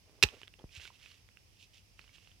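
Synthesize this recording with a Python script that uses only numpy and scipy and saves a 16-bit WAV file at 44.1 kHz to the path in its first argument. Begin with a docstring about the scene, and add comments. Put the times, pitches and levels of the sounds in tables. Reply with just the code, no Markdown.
"""A machete chops once into a tough fruit held on sandy ground, outdoors, mostly on the right.
Crack impulses ring modes of blade and fruit; dense grains make torn fibres, then spray; falling sines thud.
Grain strokes then scrape along the cut, with ringing husk ticks and hollow knocks of the handled fruit.
Beneath: grainy shuffling on sand, a noise-tail echo, and coloured noise as quiet outdoor rumble and hiss."""
import sys
import numpy as np
from scipy import signal
from scipy.fft import rfft, irfft
from scipy.io import wavfile

SR = 44100
rng = np.random.default_rng(int(sys.argv[2]) if len(sys.argv) > 2 else 0)


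def unload_audio(sound):
    """Save the sound as a 16-bit wav file, at the path given as the first command line argument."""
    columns = np.transpose(np.atleast_2d(sound))
    # keep every value between -1 and 1, then stretch to whole-number steps
    steps = np.round(np.clip(columns, -1, 1) * 32767)
    wavfile.write(sys.argv[1], SR, steps.astype(np.int16))


N = 105840

# Spectra are relative: colour() normalises their power. Event levels are before left-right placement.
# outdoor air spectrum: f/Hz, level/dB
AIR_SPECTRUM = [(20, -27), (32, -13), (48, 1), (70, -6), (97, 1), (135, -12), (190, -15), (300, -20),
                (450, -22.5), (800, -27), (1500, -32), (2100, -27), (2650, -23), (3300, -26.5), (4100, -29),
                (5200, -21.5), (6200, -27.5), (7200, -33.5), (11000, -34), (16000, -41.5)]
# air width: f/Hz, side re mid/dB
AIR_SIDE = [(50, -5.5), (110, -5), (400, -3.5), (1200, 1.5), (5000, -0.5), (15000, 0.5)]
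# air balance: f/Hz, left re right/dB
AIR_BALANCE = [(60, -1), (400, -3), (1200, -3), (2500, -11.5), (4400, -2.5), (12000, -1)]
AIR_DB = -65.5

# dull shuffling on sand: start t/s, level/dB, rise/s, hold/s, release/s
SHUFFLES = [(0.001, -66.5, 0.11, 0.031, 0.12), (0.316, -60, 0.0023, 0.034, 0.055),
            (0.584, -64.5, 0.0059, 0.015, 0.05)]
# shuffle spectrum: f/Hz, level/dB
SHUFFLE_SPECTRUM = [(100, -14), (250, -9.5), (430, -0.5), (750, -9.5), (1300, -17.5), (4000, -24.5),
                    (12000, -43)]

# echo spectrum (absolute gain): f/Hz, gain/dB
ECHO_GAIN = [(60, -7.5), (300, -1), (1000, 7), (3000, -2), (7000, -2), (16000, 0.5)]
ECHO_DELAY_S, ECHO_SIDE_RE_MID_DB = 0.0054, 3
NEAR_DB, NEAR_T60_S = -23.5, 0.11
FAR_DB, FAR_T60_S = -27.5, 0.24

# edge breaking husk layers: t/s, crack/dB, blade ring/dB (before BLADE_TRIM_DB), push on fruit/dB
BREAKS = [(0.22701, -17, -4, -34), (0.22781, -8, -13, -25), (0.23102, -7, -22, -16),
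          (0.23416, -5.5, -9, -2), (0.2358, -7, -17, -15), (0.23695, -23, -2.5, 3)]
# blade modes in the husk: f/Hz, level/dB, t60/s
BLADE_MODES = [(1786, -27, 0.048), (2057, -26, 0.034), (2245, -22, 0.03), (2700, 2, 0.016),
               (3094, -21, 0.04), (3646, -15, 0.024), (3880, -7, 0.012), (4078, -18, 0.048),
               (4613, -23, 0.025), (5252, -23, 0.033), (6811, -27, 0.027)]
# whole-fruit modes: f/Hz, level/dB, t60/s
FRUIT_MODES = [(228, -32, .045), (418, -26, .032), (520, -35, .024), (837, -37.5, .06), (1376, -39, .02)]
# splitting husk spectrum: f/Hz, level/dB
CRACK_SPECTRUM = [(60, -30), (300, -24), (650, -15), (1080, -27), (1700, -14), (2300, -7), (2650, -2),
                  (3200, -5), (4000, -5), (5300, -5), (6200, -13), (8400, -14), (9100, -21), (14000, -25),
                  (16000, -47)]
BLADE_TRIM_DB, BLADE_LOW_CUT_HZ = -8, 1000
CUT_START_S, CUT_LENGTH_S = 0.227, 0.0105
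TEAR_DB, TEAR_PER_S, TEAR_DECAY_S = -22, 9000, 0.003

# spray spectrum: f/Hz, level/dB
SPRAY_SPECTRUM = [(500, 1), (2000, -8), (2800, -1), (4500, -6), (7000, -8), (12000, -16.5), (16000, -27.5)]
SPRAY_DB, SPRAY_PER_S, SPRAY_DECAY_S = -49.5, 3200, 0.031

# fruit pressed or dropped on soil: t/s, level/dB, starting f/Hz, time to half pitch/s, rise/s, decay/s
THUDS = [(0.2388, -10.5, 160, 0.012, 0.019, 0.0084), (0.6413, -37.5, 680, 0.0008, 0.00018, 0.012),
         (0.774, -26, 97, 0.065, 0.025, 0.0087), (1.9948, -50, 219, 0.0028, 0.0019, 0.0062)]

# blade strokes along the cut: start t/s, level/dB, rise/s, hold/s, release/s, grating re stroke/dB
SCRAPES = [(0.274, -65, 0.019, 0.14, .05, -5), (0.7, -52, 0.069, 0.0066, 0.023, -10),
           (0.786, -53.5, 0.03, 0.037, 0.057, -6), (0.899, -66.5, 0.029, 0.03, 0.02, -9.5),
           (0.966, -60.5, 0.063, 0.023, 0.18, -7), (1.50, -73, 0.057, 0.034, 0.025, -30),
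           (1.588, -59.5, 0.027, 0.017, 0.038, -44), (1.726, -60, 0.02, 0.0095, 0.068, -16),
           (1.966, -69, 0.019, 0.047, 0.21, -6), (2.124, -65.5, 0.016, 0.024, 0.074, -10.5),
           (2.205, -69, 0.031, 0.03, 0.17, -8.5)]
# blade hiss spectrum: f/Hz, level/dB
SCRAPE_SPECTRUM = [(800, -31.5), (1900, -25.5), (2650, -0.5), (3400, -5), (4200, -9.5), (5500, -10.5),
                   (7200, -18), (10000, -25), (16000, -36)]
# grating spectrum, strongest near 2.3 kHz: f/Hz, level/dB
GRATE_SPECTRUM = [(100, -24), (400, 1.5), (900, -3.5), (1500, 5), (2300, 13), (3500, -25.5), (8000, -42.5)]
SCRAPE_PER_S, GRATE_PER_S, SCRAPE_SPREAD_DB = 2600, 1900, 2.7
CATCH_PER_S, CATCH_DB = 110, 1.4

# husk and blade ticks: t/s, ring level/dB, f/Hz, t60/s
TICKS = [(0.288, -35, 3110, 0.0089), (0.4163, -36, 2640, 0.0036), (0.42, -52, 2220, 0.0061),
         (.4326, -39.5, 3000, .012), (0.4747, -48, 3340, 0.0056), (.4793, -37.5, 3100, 0.0045),
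         (.5395, -46, 2780, 0.01), (.592, -47, 3250, 0.013), (.692, -52.5, 2480, .018),
         (0.7516, -44, 7060, 0.0042), (0.7583, -46, 2620, 0.036), (.762, -50, 4040, 0.027),
         (0.7984, -41, 2680, 0.014), (0.8499, -43, 2400, 0.007), (.8538, -40, 3450, .009),
         (0.8766, -41, 2260, 0.018), (1.06, -46, 2570, .02), (1.115, -50, 3020, 0.0073),
         (1.1175, -48, 4300, 0.01), (1.289, -48, 2360, 0.0049), (1.3718, -45.5, 2690, 0.012),
         (1.9928, -35.5, 2560, 0.0057), (2.0138, -51, 4340, .008), (2.042, -50.5, 2580, 0.0075),
         (2.078, -51.5, 2900, 0.016), (2.093, -53.5, 2250, 0.02), (2.155, -54, 2780, 0.018),
         (2.1835, -48.5, 2800, .01), (2.2738, -48, 2800, 0.012), (2.316, -53, 3140, 0.0098)]
# breaking-fibre spectrum: f/Hz, level/dB
SNAP_SPECTRUM = [(150, -11), (700, -2.5), (1500, 3), (3200, 3), (6500, -14), (16000, -26.5)]
SNAP_RE_RING_DB, SNAP_DECAY_S = -10.5, 0.0016
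# hollow knocks of the handled fruit: t/s, level/dB, f/Hz, t60/s
KNOCKS = [(0.4325, -52.5, 410, 0.028), (0.5975, -50.5, 848, 0.02), (0.853, -49, 1490, 0.03),
          (0.903, -48.5, 1000, 0.021)]

# balance of work and echo: f/Hz, left re right/dB
WORK_BALANCE = [(100, 0), (380, 1), (700, -3.5), (1300, -8.5), (2500, -13), (4300, -5.5), (8000, -11.5),
                (15000, -13)]
# phase by which the left microphone trails: f/Hz, lag/rad
LEFT_LAG = [(60, 0.49), (400, 0.17), (1500, 0.763), (3000, 0.24), (7000, 1.0)]
LOW_CUT_HZ, TOP_HZ = 30, 15900


def amp(db):
    """dB to amplitude."""
    return 10 ** (np.asarray(db) / 20)


def unit(x):
    """Scale to unit RMS."""
    return x / np.sqrt(np.mean(x ** 2))


def since(start_s):
    """Seconds since a moment, zero before it."""
    return np.maximum(np.arange(N) / SR - start_s, 0)


def bins_hz():
    """Bin frequencies of a double-length transform."""
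    return np.arange(N + 1) * SR / (2 * N)


def gains(points):
    """Amplitude gain per bin, dB interpolated over log frequency."""
    hz, db = np.array(points, float).T
    return amp(np.interp(np.log(bins_hz() + 1), np.log(hz), db))


def colour(x, points):
    """Minimum-phase filter of the given spectrum, unit power gain."""
    cepstrum = irfft(np.log(unit(gains(points))))
    cepstrum[1:N] *= 2  # fold to a causal response
    cepstrum[N + 1:] = 0
    response = np.exp(rfft(cepstrum))
    return irfft(rfft(x, 2 * N) * response)[..., :N]


def place(x, balance):
    """Set the left-right level ratio band by band."""
    ratio = gains(balance)
    left_right = np.array([2 * ratio, 2 + 0 * ratio]) / (1 + ratio)
    return irfft(rfft(x, 2 * N) * left_right)[:, :N]


def ring(start_s, modes):
    """Modes struck at one moment: exponentially decaying sines."""
    t = since(start_s)
    out = 0
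    for hz, db, t60_s in modes:
        fade = np.exp(-np.log(1000) * t / t60_s)
        out = out + amp(db) * np.sin(2 * np.pi * hz * t) * fade
    return out


def swell(start_s, rise_s, hold_s, release_s):
    """Linear rise, hold and release."""
    return np.interp(since(start_s), np.cumsum([0, rise_s, hold_s, release_s]), [0, 1, 1, 0])


def grains(rate_per_s, spread_db):
    """Random impulses of uneven size and sign, unit RMS."""
    size = amp(spread_db * np.minimum(rng.exponential(size=N), 5))
    hits = rng.random(N) < rate_per_s / SR
    return unit(hits * size * rng.choice([-1, 1], N))


def wide_noise(side_db):
    """Stereo noise: a shared part plus an opposed part at side_db re shared."""
    mid, side = rng.standard_normal((2, N))
    return mid + amp(side_db) * np.array([side, -side])


def air():
    """Quiet outdoor rumble and hiss: coloured noise, its width and balance set by band."""
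    mid, side = colour(rng.standard_normal((2, N)), AIR_SPECTRUM)
    side = irfft(rfft(side, 2 * N) * gains(AIR_SIDE))[:N]
    return amp(AIR_DB) * place(np.array([mid + side, mid - side]), AIR_BALANCE)


def shuffles():
    """Weight shifting on sand: dull swells of uneven grains."""
    force = 0
    for start_s, db, rise_s, hold_s, release_s in SHUFFLES:
        force = force + amp(db) * swell(start_s, rise_s, hold_s, release_s)
    return colour(force * grains(2000, spread_db=5.0), SHUFFLE_SPECTRUM)


def surroundings(x):
    """Quick scatter from ground and bodies plus a faint vegetation tail: decaying stereo noise."""
    t = since(ECHO_DELAY_S)
    tail = 0
    for db, t60_s in (NEAR_DB, NEAR_T60_S), (FAR_DB, FAR_T60_S):
        fade = (t > 0) * np.exp(-np.log(1000) * t / t60_s)
        fade = fade / np.sqrt(np.sum(fade ** 2))  # unit energy
        tail = tail + amp(db) * fade * wide_noise(ECHO_SIDE_RE_MID_DB)
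    return irfft(rfft(x, 2 * N) * rfft(tail, 2 * N) * gains(ECHO_GAIN))[:, :N]


def husk_breaks():
    """Husk layers crack as impulses and ring the modes of blade and fruit."""
    cracks, blade, fruit = np.zeros((3, N))
    for start_s, crack_db, blade_db, fruit_db in BREAKS:
        cracks[int(start_s * SR)] += amp(crack_db)
        blade += amp(blade_db + BLADE_TRIM_DB) * ring(start_s, BLADE_MODES)
        fruit += amp(fruit_db) * ring(start_s, FRUIT_MODES)
    # the blade rings carry little bass
    blade = signal.lfilter(*signal.butter(1, BLADE_LOW_CUT_HZ, "high", fs=SR), blade)
    return -blade - fruit - colour(cracks, CRACK_SPECTRUM)


def tearing():
    """Fibres tear during the cut: dense grains, steady then dying away."""
    after = since(CUT_START_S + CUT_LENGTH_S)
    force = amp(TEAR_DB) * (since(CUT_START_S) > 0) * np.exp(-after / TEAR_DECAY_S)
    return -colour(force * grains(TEAR_PER_S, spread_db=-0.5), CRACK_SPECTRUM)


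def spray():
    """Splinters and juice after the cut: decaying uneven grains."""
    after = since(CUT_START_S + CUT_LENGTH_S)
    level = amp(SPRAY_DB) * (after > 0) * np.exp(-after / SPRAY_DECAY_S)
    return colour(level * grains(SPRAY_PER_S, spread_db=3.0), SPRAY_SPECTRUM)


def thuds():
    """Soft blows into soil: sines dropping in pitch as they die."""
    out = 0
    for start_s, db, hz, half_pitch_s, rise_s, decay_s in THUDS:
        t = since(start_s)
        phase = 2 * np.pi * hz * half_pitch_s * np.log1p(t / half_pitch_s)  # f = hz / (1 + t / half_pitch_s)
        envelope = (1 - np.exp(-t / rise_s)) * np.exp(-t / decay_s)
        out = out + amp(db) * np.sin(phase) * envelope
    return out


def catching():
    """Uneven drag as the edge catches and slips: interpolated random gain."""
    steps = np.arange(N) / SR * CATCH_PER_S
    db = CATCH_DB * rng.standard_normal(int(steps[-1]) + 2)
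    return amp(np.interp(steps, np.arange(len(db)), db))


def scrapes():
    """Steel drags over fibres: dense slips hiss on the blade and grate in the fruit."""
    hiss, grate = 0, 0
    for start_s, db, rise_s, hold_s, release_s, grate_db in SCRAPES:
        force = amp(db) * swell(start_s, rise_s, hold_s, release_s)
        hiss = hiss + force
        grate = grate + force * amp(grate_db)
    hiss = hiss * catching() * grains(SCRAPE_PER_S, SCRAPE_SPREAD_DB)
    grate = grate * grains(GRATE_PER_S, SCRAPE_SPREAD_DB)
    return colour(hiss, SCRAPE_SPECTRUM) + colour(grate, GRATE_SPECTRUM)


def ticks():
    """Single fibres snap as short noise bursts, each with a brief ring at its own pitch."""
    snap, rung = 0, 0
    for start_s, db, hz, t60_s in TICKS:
        t = since(start_s)
        snap = snap + amp(db + SNAP_RE_RING_DB) * (t > 0) * np.exp(-t / SNAP_DECAY_S)
        rung = rung + ring(start_s, [(hz, db, t60_s)])
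    return rung + colour(snap * rng.choice([-1, 1], N), SNAP_SPECTRUM)


def knocks():
    """Hollow knocks of the handled fruit: one decaying mode each."""
    return sum(ring(start_s, [(hz, db, t60_s)]) for start_s, db, hz, t60_s in KNOCKS)


def scene():
    """Work and echo, phase-lagged at the left microphone, over outdoor air."""
    chop = husk_breaks() + tearing() + spray()
    work = shuffles() + chop + thuds() + scrapes() + ticks() + knocks()
    left, right = place(work + surroundings(work), WORK_BALANCE)
    lag_rad = np.interp(bins_hz(), *np.array(LEFT_LAG).T)
    left = irfft(rfft(left, 2 * N) * np.exp(-1j * lag_rad))[:N]
    return np.array([left, right]) + air()


def record(dry):
    """The recorder drops the deepest bass and cuts the top."""
    low_cut = signal.butter(2, LOW_CUT_HZ, "high", fs=SR, output="sos")
    top_cut = signal.ellip(8, 0.2, 70, TOP_HZ, fs=SR, output="sos")  # ripple/dB, stopband/dB
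    return signal.sosfilt(top_cut, signal.sosfilt(low_cut, dry))


dry = scene()
out = record(dry)
unload_audio(out)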